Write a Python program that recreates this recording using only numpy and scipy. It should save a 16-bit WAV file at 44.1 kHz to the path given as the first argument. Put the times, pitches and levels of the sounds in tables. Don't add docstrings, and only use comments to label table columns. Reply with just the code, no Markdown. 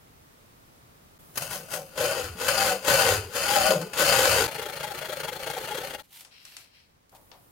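import sys
import numpy as np
from scipy import signal
from scipy.fft import rfft, irfft, next_fast_len
from scipy.io import wavfile
from scipy.ndimage import uniform_filter1d

SR = 44100
rng = np.random.default_rng(int(sys.argv[2]) if len(sys.argv) > 2 else 0)


def store_wav(level_fs):
    pcm = np.round(np.clip(np.atleast_2d(level_fs), -1, 1) * 32767)
    wavfile.write(sys.argv[1], SR, pcm.T.astype(np.int16))


N = 331191
T = np.arange(N) / SR
SIZE = next_fast_len(N + SR // 2)
HZ = np.fft.rfftfreq(SIZE, 1 / SR)

# t/s, hiss level/dB, rumble level/dB,
# high air level/dB
ROOM_STEPS = [(0, -59.5, -57.5, -67), (1.192, -58, -55.5, -58), (6.026, -67.5, -66.5, -93.5),
              (7.118, -64.5, -61, -63.5)]
# f/Hz, relative level/dB per Hz
HISS_COLOUR = [(530, -41), (900, -6.5), (1680, -3), (2890, -7.5), (3680, -8), (12600, -14.5), (16000, -10)]
# f/Hz, relative level/dB per Hz
RUMBLE_COLOUR = [(12, -37), (20, -5.5), (113, 0), (246, -4.5), (1270, -11), (1500, -18.5), (1950, -48),
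                 (3300, -120)]
# f/Hz, likeness/1 (negative means opposed)
ROOM_LIKENESS = [(60, 1), (240, 0.34), (950, -0.51), (3770, -0.021), (15000, -0.42)]
AIR_HZ = 9000

# way, bite t/s, lift t/s, rasp level at bite/dB, at lift/dB,
# fade/(dB per s), sway above the rasp at bite/dB, at lift/dB, top buzz above the rasp/dB, bench jolt level/dB
SLOW_STROKES = [("skate", 1.426, 1.43, -32, -37.5, 170, -8, -9, -16, -49),
                ("skate", 1.515, 1.556, -38, -39.5, 155, -21, -4, -17, -51),
                ("skate", 1.722, 1.76, -36, -36, 248, -11, 0.5, -2, -49),
                ("push", 2.0016, 2.249, -29.5, -37, 140, 1.5, -3, -8.5, -43),
                ("pull", 2.412, 2.694, -31.5, -25, 197, -8, -3.5, -5, -44.5),
                ("push", 2.88, 3.138, -22.5, -26, 156, -8, -5, -14.5, -40),
                ("pull", 3.3555, 3.71, -30, -25, 218, -10, 5.6, 2.5, -34.5),
                ("slip", 3.818, 3.806, -36, -38, 180, -1.5, -8, -12.5, -57),
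                ("push", 3.99, 4.397, -24, -25, 61, -10, -6.5, -20.5, -38)]
STROKE_WAYS = {"push": (540, 520, 146, 92, 1.3), "pull": (500, 599, 190, 190, 9.4),
               "skate": (595, 609, 126, 166, 2), "slip": (540, 560, 175, 170, 3.3)}
# t/s, level/dB (before the swell shape and filters)
SNAGS_OF_TEETH = [(1.3554, -30), (1.3724, -17), (2.052, -25.5), (1.976, -25), (2.481, -14), (3.931, -24)]
# t/s, t/s
SLOW_SPAN = (1.34, 4.472)
RISE_DB_PER_S, ARCH_DB, REST_DB = 424, 2, -57
LINGER = 0.71
SWAY_DROP_HZ_PER_S, SINK_EARLY_S, SINK_S = 1300, 0.03, 0.07
BUZZ_BITE_HZ, BUZZ_LIFT_HZ, BUZZ_LOW_DB = 835, 745, -27
BUZZ_TOP, BUZZ_SPAN = 0.73, 0.34
THRUM_DB, JOLT_LATE_S, JOLT_SPAN_S = -27, 0.04, 0.067

# f/Hz, width f/Hz (widened where too narrow), relative level/dB
SHEET_MODES = [(963, 19, -11), (1480, 74, 4.5), (1930, 37, -21.5), (2624, 230, -1.5), (3010, 160, -0.5),
               (2987, 100, 1), (4363, 73, -10.5), (4820, 70, -4), (6706, 99, -9), (7730, 90, -10),
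               (8730, 140, -16), (9380, 100, -9), (11250, 68, -16.5), (12230, 45, -11)]
# f/Hz, width f/Hz (widened where too narrow), relative level/dB
DEEP_CUT_MODES = [(1392, 41, -1.5), (2825, 105, 6), (3310, 117, -0.5), (4300, 31, 4), (6650, 57, -10),
                  (8550, 84, -3), (10360, 23, -11), (10650, 310, -3.5)]
# f/Hz, relative level/dB per Hz
RASP_COLOUR = [(140, -34.5), (230, -10), (840, -2.5), (952, -7.5), (1380, -2.5), (4380, -14.5),
               (7330, -19.5), (10800, -16), (16000, -18.5)]
# f/Hz, likeness/1
SAW_LIKENESS = [(60, 0.74), (180, 1), (550, 0.79), (1650, 0.48), (4970, 0.37), (15000, 0.035)]
# f/Hz, left minus right level/dB
SAW_LEAN = [(60, 15.5), (180, 1.5), (550, 1.5), (1650, 6.5), (4970, 8.5), (15000, 4.5)]
LEAST_WIDTH = 0.04
SKATE_DB, SKATE_UNTIL_S = -4, 1.9
RATTLE_DB, SHAKE_DB = -10, -18.5

# t/s, rasp level/dB (before push, unevenness and filters)
RAPID_POINTS = [(4.485, -34.5), (4.769, -34.5), (5.058, -34.5), (5.243, -33), (5.329, -36), (5.508, -33),
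                (5.717, -33), (5.908, -35.5), (5.943, -33.5), (5.997, -42)]
RAPID_NUMBERS = (0, 8, 16, 21, 23, 28, 34, 40, 41, 42)
RAPID_S, RAPID_THRUM_DB = 0.01, -18.5
RAPID_SWAY_HZ, RAPID_BUZZ_HZ, RAPID_THRUM_HZ = 515, 829, 143
PUSH_LATE_S, PUSH_DB, UNEVEN_DB = 0.0021, -2, -0.86
PULL_TILT_DB, PUSH_TILT_DB, TILT_SCATTER_DB = 10, -11, 5.5

# middle t/s, half length t/s, level/dB (before the grain is mixed)
CLOTH_SWISHES = [(6.049, 0.012, -65.5), (6.178, 0.042, -52.5), (6.512, 0.066, -63), (6.611, 0.038, -68),
                 (7.162, 0.0098, -60)]
# f/Hz, relative level/dB per Hz
CLOTH_COLOUR = [(180, -69), (300, -39), (930, -6), (1060, -14), (3080, -2), (6300, -9), (13100, -4),
                (16000, -12)]

# t/s, level/dB (before filter and panning), brightest f/Hz,
# relative dull knock level/dB, left minus right level/dB
STRIP_TICKS = [(6.2078, -41, 5340, -12.5, 8), (6.249, -39.5, 4370, -14, 4), (6.4519, -37.5, 5040, -22, 2),
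               (6.5204, -44, 2630, -21, -4), (6.5674, -33.5, 5000, -20, 4.5), (7.0943, -57, 9100, -17, 11),
               (7.1252, -58.5, 1530, 16.5, 4.0), (7.1501, -56, 4270, -28, 16), (7.3157, -38, 2460, -4.5, 6)]
# f/Hz, relative level/dB, time to fade by 60 dB t/s
STRIP_RING = [(2770, -7, 0.032), (4500, 2, 0.045), (5320, 2, 0.048)]
# lowest f/Hz, highest f/Hz, time to fade by 60 dB t/s
SHEET_KNOCK = (490, 950, 0.38)

# start t/s, end t/s, rise t/s, level/dB (before the left-right split)
FINGER_RUBS = [(6.301, 6.614, .025, -54.5), (6.709, 6.8, 0.046, -60.5)]
# f/Hz, width f/Hz (widened where too narrow), relative level/dB
RUBBING_BANDS = [(2530, 1100, 7.5), (3340, 130, 9), (4040, 710, 4.5), (5700, 600, 1.5)]
RUB_TAIL_S = 0.064

SILENT_DIPS = (1.185, 4.474, 6.027)
EDGE_HZ = 15950


def gain_of(db):
    return 10 ** (np.asarray(db) / 20)


def evened(x):
    return x / np.sqrt(np.mean(abs(x) ** 2) + 1e-20)


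def read(points):
    f, value = np.transpose(points)
    return np.interp(np.log(HZ + 1), np.log(f + 1), value)


def coloured(x, response):
    return irfft(rfft(x, SIZE) * evened(response), SIZE)[..., :N]


def band(x, low_hz, high_hz):
    edges = signal.butter(2, [low_hz, high_hz], "band", fs=SR, output="sos")
    return evened(signal.sosfilt(edges, x))


def paired(a, b, same):
    c = np.clip(read(same), -1, 1)
    a, b = rfft(a, SIZE), rfft(b, SIZE)
    return np.array([a, c * a + np.sqrt(1 - c ** 2) * b])


def room_tone():
    start, *levels_db = np.transpose(ROOM_STEPS)
    step = np.searchsorted(start, T, "right") - 1
    hiss, rumble, air = gain_of(levels_db)[:, step]
    noise = rng.standard_normal((3, 2, N))
    mix = hiss * coloured(noise[0], gain_of(read(HISS_COLOUR)))
    mix += rumble * coloured(noise[1], gain_of(read(RUMBLE_COLOUR)))
    room = irfft(paired(*mix, ROOM_LIKENESS), SIZE)[:, :N]
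    return room + air * band(noise[2], AIR_HZ, 2 * AIR_HZ)


def slow_strokes():
    power, tones = np.zeros((4, N)), np.zeros((3, N))
    power[0] = gain_of(2 * REST_DB)
    for way, bite, lift, bite_db, lift_db, fade, sway_0_db, sway_1_db, buzz_db, jolt_db in SLOW_STROKES:
        sway_0, sway_1, thrum_0, thrum_1, lateness = STROKE_WAYS[way]
        early, late = np.maximum(bite - T, 0), np.maximum(T - lift, 0)
        u = np.clip((T - bite) / (lift - bite), 0, 1)
        held_db = bite_db + (lift_db - bite_db) * u + ARCH_DB * np.sin(np.pi * u) - RISE_DB_PER_S * early
        rasp_db = held_db - fade * late
        lingering_db = held_db - LINGER * fade * late
        sway_db = sway_0_db + (sway_1_db - sway_0_db) * u ** lateness
        buzz_top = np.exp(-.5 * ((u - BUZZ_TOP) / BUZZ_SPAN) ** 2)
        buzz_now_db = BUZZ_LOW_DB + (buzz_db - BUZZ_LOW_DB) * buzz_top
        jolt = gain_of(2 * jolt_db) * np.exp(-((T - lift - JOLT_LATE_S) / JOLT_SPAN_S) ** 2)
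        power[0] += gain_of(2 * rasp_db)
        power[1] += gain_of(2 * (lingering_db + sway_db))
        power[2] += gain_of(2 * (lingering_db + buzz_now_db))
        power[3] += gain_of(2 * (rasp_db + THRUM_DB)) + jolt
        ends = np.array([(sway_0, sway_1), (BUZZ_BITE_HZ, BUZZ_LIFT_HZ), (thrum_0, thrum_1)])
        hz = ends[:, :1] + np.diff(ends) * u
        hz[0] -= SWAY_DROP_HZ_PER_S * np.clip(T - lift + SINK_EARLY_S, 0, SINK_S)
        tones = np.where((T > bite - .06) | (tones == 0), hz, tones)
    rasp, *others = np.sqrt(power)
    for at, db in SNAGS_OF_TEETH:
        since = np.maximum(T - at, 0) / .004
        rasp = rasp + gain_of(db) * since * np.exp(-since)
    on = (T > SLOW_SPAN[0]) & (T <= SLOW_SPAN[1])
    return np.array([rasp, *others, *tones]) * on


def teeth(per_s, spread_db, grit, shudder_db):
    strength_db = spread_db * np.minimum(rng.exponential(1, (2, N)), 3.5)
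    size = gain_of(strength_db) * np.sign(rng.random((2, N)) - .5)
    strikes = evened(size * (rng.random((2, N)) < per_s / SR))
    slow_noise = uniform_filter1d(rng.standard_normal(N), size=300)
    shudder = evened(uniform_filter1d(slow_noise, size=300))
    return evened((strikes + grit * rng.standard_normal((2, N))) * gain_of(shudder_db * shudder))


def modes(table):
    f, width, db = np.transpose(table)
    width = np.maximum(width, LEAST_WIDTH * f)
    total = 0
    for k in range(len(f)):
        damping = 1j * width[k] * HZ
        total = total + (-1) ** k * gain_of(db[k]) * damping / (f[k] ** 2 - HZ ** 2 + damping)
    return total


def resonate(x, hz, width):
    turn = np.exp(2j * np.pi * np.cumsum(hz) / SR)
    r = np.exp(-np.pi * width / SR)
    smooth = signal.lfilter([(1 - r) ** 2], [1, -2 * r, r * r], x / turn)
    return (turn * smooth).real * np.sqrt(8 / (1 - r))


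def shimmer(x, t60, turns_per_s):
    t = np.arange(SR // 5) / SR
    rings = rng.standard_normal((3, len(t))) * gain_of(-60 * t / t60)
    rings /= np.linalg.norm(rings, axis=1, keepdims=True)
    shares = np.sqrt(2 / 3) * np.cos(np.pi * (turns_per_s * T + np.arange(3)[:, None] / 3))
    return signal.oaconvolve(x * shares, rings, axes=1).sum(0)[:N]


def bench(rasp, thrum, hz):
    shake = rng.standard_normal(N)
    return thrum * resonate(shake, hz, 38) + gain_of(SHAKE_DB) * rasp * band(shake, 56, 190)


def saw():
    slow, rapid = slow_strokes(), rapid_strokes()
    rasp_gain, _, _, thrum, sway_hz, buzz_hz, thrum_hz = slow + rapid
    drive = teeth(1200, 4.2, 0.9, 1.0)
    wide = gain_of(read(RASP_COLOUR))
    rasp = coloured(drive * slow[0], modes(SHEET_MODES) + gain_of(-2.5) * wide)
    rasp += coloured(drive * rapid[0], modes(DEEP_CUT_MODES) + gain_of(7.5) * wide)
    rasp += gain_of(SKATE_DB) * slow[0] * (T < SKATE_UNTIL_S) * band(drive, 5900, 17300)
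    low = slow[1] * resonate(drive[0], sway_hz, 133.4)
    low += slow[2] * resonate(drive[0], buzz_hz, 57.5)
    low += gain_of(RATTLE_DB) * slow[1] * band(drive[0], 250, 900)
    low += rapid[1] * resonate(drive[0], sway_hz, 260)
    low += rapid[2] * resonate(drive[0], buzz_hz, 157)
    near = rasp[0] + low + 0.61 * shimmer(rasp[0] + low, 0.065, 9)
    far = 1.01 * rasp[1] + 0.69 * shimmer(rasp[0] + low, 0.064, 1.496)
    lean = gain_of(read(SAW_LEAN) / 2)
    thin = HZ ** 2 / (HZ ** 2 + 200 ** 2)
    sheet = irfft(paired(near, far, SAW_LIKENESS) * [lean, 1 / lean] * thin, SIZE)[:, :N]
    return sheet + bench(rasp_gain, thrum, thrum_hz)


def rapid_strokes():
    k = np.arange(RAPID_NUMBERS[-1] + 1)
    at, peak_db = (np.interp(k, RAPID_NUMBERS, column) for column in np.transpose(RAPID_POINTS))
    push = k % 2
    chance = rng.standard_normal((len(k), 4)).T
    at = at + PUSH_LATE_S * push
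    peak_db = peak_db + PUSH_DB * push + UNEVEN_DB * chance[0]
    tilt_db = np.where(push, PUSH_TILT_DB, PULL_TILT_DB) + TILT_SCATTER_DB * chance[1]
    on = T > SLOW_SPAN[1]
    t = T[::32]
    pitch_scatter = 1 + chance[2:] * [[.1], [.03]]
    sway, buzz = (np.interp(T, at, scatter) for scatter in pitch_scatter)
    swell_power = gain_of(2 * peak_db) * np.exp(-((t[:, None] - at) / RAPID_S) ** 2)
    rasp = on * np.interp(T, t, np.sqrt(swell_power.sum(1)))
    tilt_db = np.interp(T, at, tilt_db)
    return np.array([rasp, rasp * gain_of(-4.5 - 0.23 * tilt_db), rasp * gain_of(-9.5 + 0.5 * tilt_db),
                     rasp * gain_of(RAPID_THRUM_DB),
                     on * RAPID_SWAY_HZ * sway, on * RAPID_BUZZ_HZ * buzz, on * RAPID_THRUM_HZ])


def cloth():
    swell = sum(gain_of(db) * np.exp(-.5 * ((T - s) / half) ** 2) for s, half, db in CLOTH_SWISHES)
    noise = rng.standard_normal((2, N))
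    flutter = evened(uniform_filter1d(rng.standard_normal(N), size=200))
    grain = noise * gain_of(1.47 * flutter)
    shared = 1.8 * grain + .5 * grain[::-1]
    return swell * coloured(shared, gain_of(read(CLOTH_COLOUR)))


def ticks():
    out, t = np.zeros((2, N)), np.arange(SR // 4) / SR
    ring = sum(gain_of(db - 60 * t / t60) * np.sin(2 * np.pi * hz * t) for hz, db, t60 in STRIP_RING)
    knock_low_hz, knock_high_hz, knock_t60 = SHEET_KNOCK
    for s, db, hz, knock_db, pan_db in STRIP_TICKS:
        noise = rng.standard_normal((3, len(t)))
        crack = noise[:2] * (gain_of(-60 * t / 0.013) + gain_of(-9.5 - 60 * t / 0.28))
        limits = [hz * 0.23, min(hz * 2.05, 18000)]
        edges = signal.butter(N=3, Wn=limits, btype="band", fs=SR, output="sos")
        crack = signal.sosfilt(edges, crack + 0.43 * ring / abs(ring).max())
        knock = band(noise[2], knock_low_hz, knock_high_hz)
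        knock = knock * gain_of(knock_db - 10.5 - 60 * t / knock_t60)
        sound = crack + knock
        part = out[:, round(s * SR):][:, :len(t)]
        part += gain_of(db + pan_db * np.array([[.5], [-.5]])) * sound[:, :part.shape[1]]
    return out


def rubbing():
    level = 0
    for start, end, rise, db in FINGER_RUBS:
        tail = np.exp(-np.maximum(T - end, 0) / RUB_TAIL_S)
        level = level + gain_of(db) * np.clip((T - start) / rise, 0, 1) * tail
    scrape = coloured(teeth(1500, 1.9, 0.86, 1.1), modes(RUBBING_BANDS))
    return level * scrape * gain_of([[2], [-2]])


def scene():
    return saw() + ticks() + cloth() + rubbing() + room_tone()


def record(dry):
    fade = np.prod([np.minimum(abs(T - s) / .006, 1) for s in SILENT_DIPS], axis=0)
    low_pass = signal.firwin(511, EDGE_HZ, window=("kaiser", 9), fs=SR)
    return signal.oaconvolve(dry * fade, low_pass[None], "same")


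dry = scene()
out = record(dry)
store_wav(out)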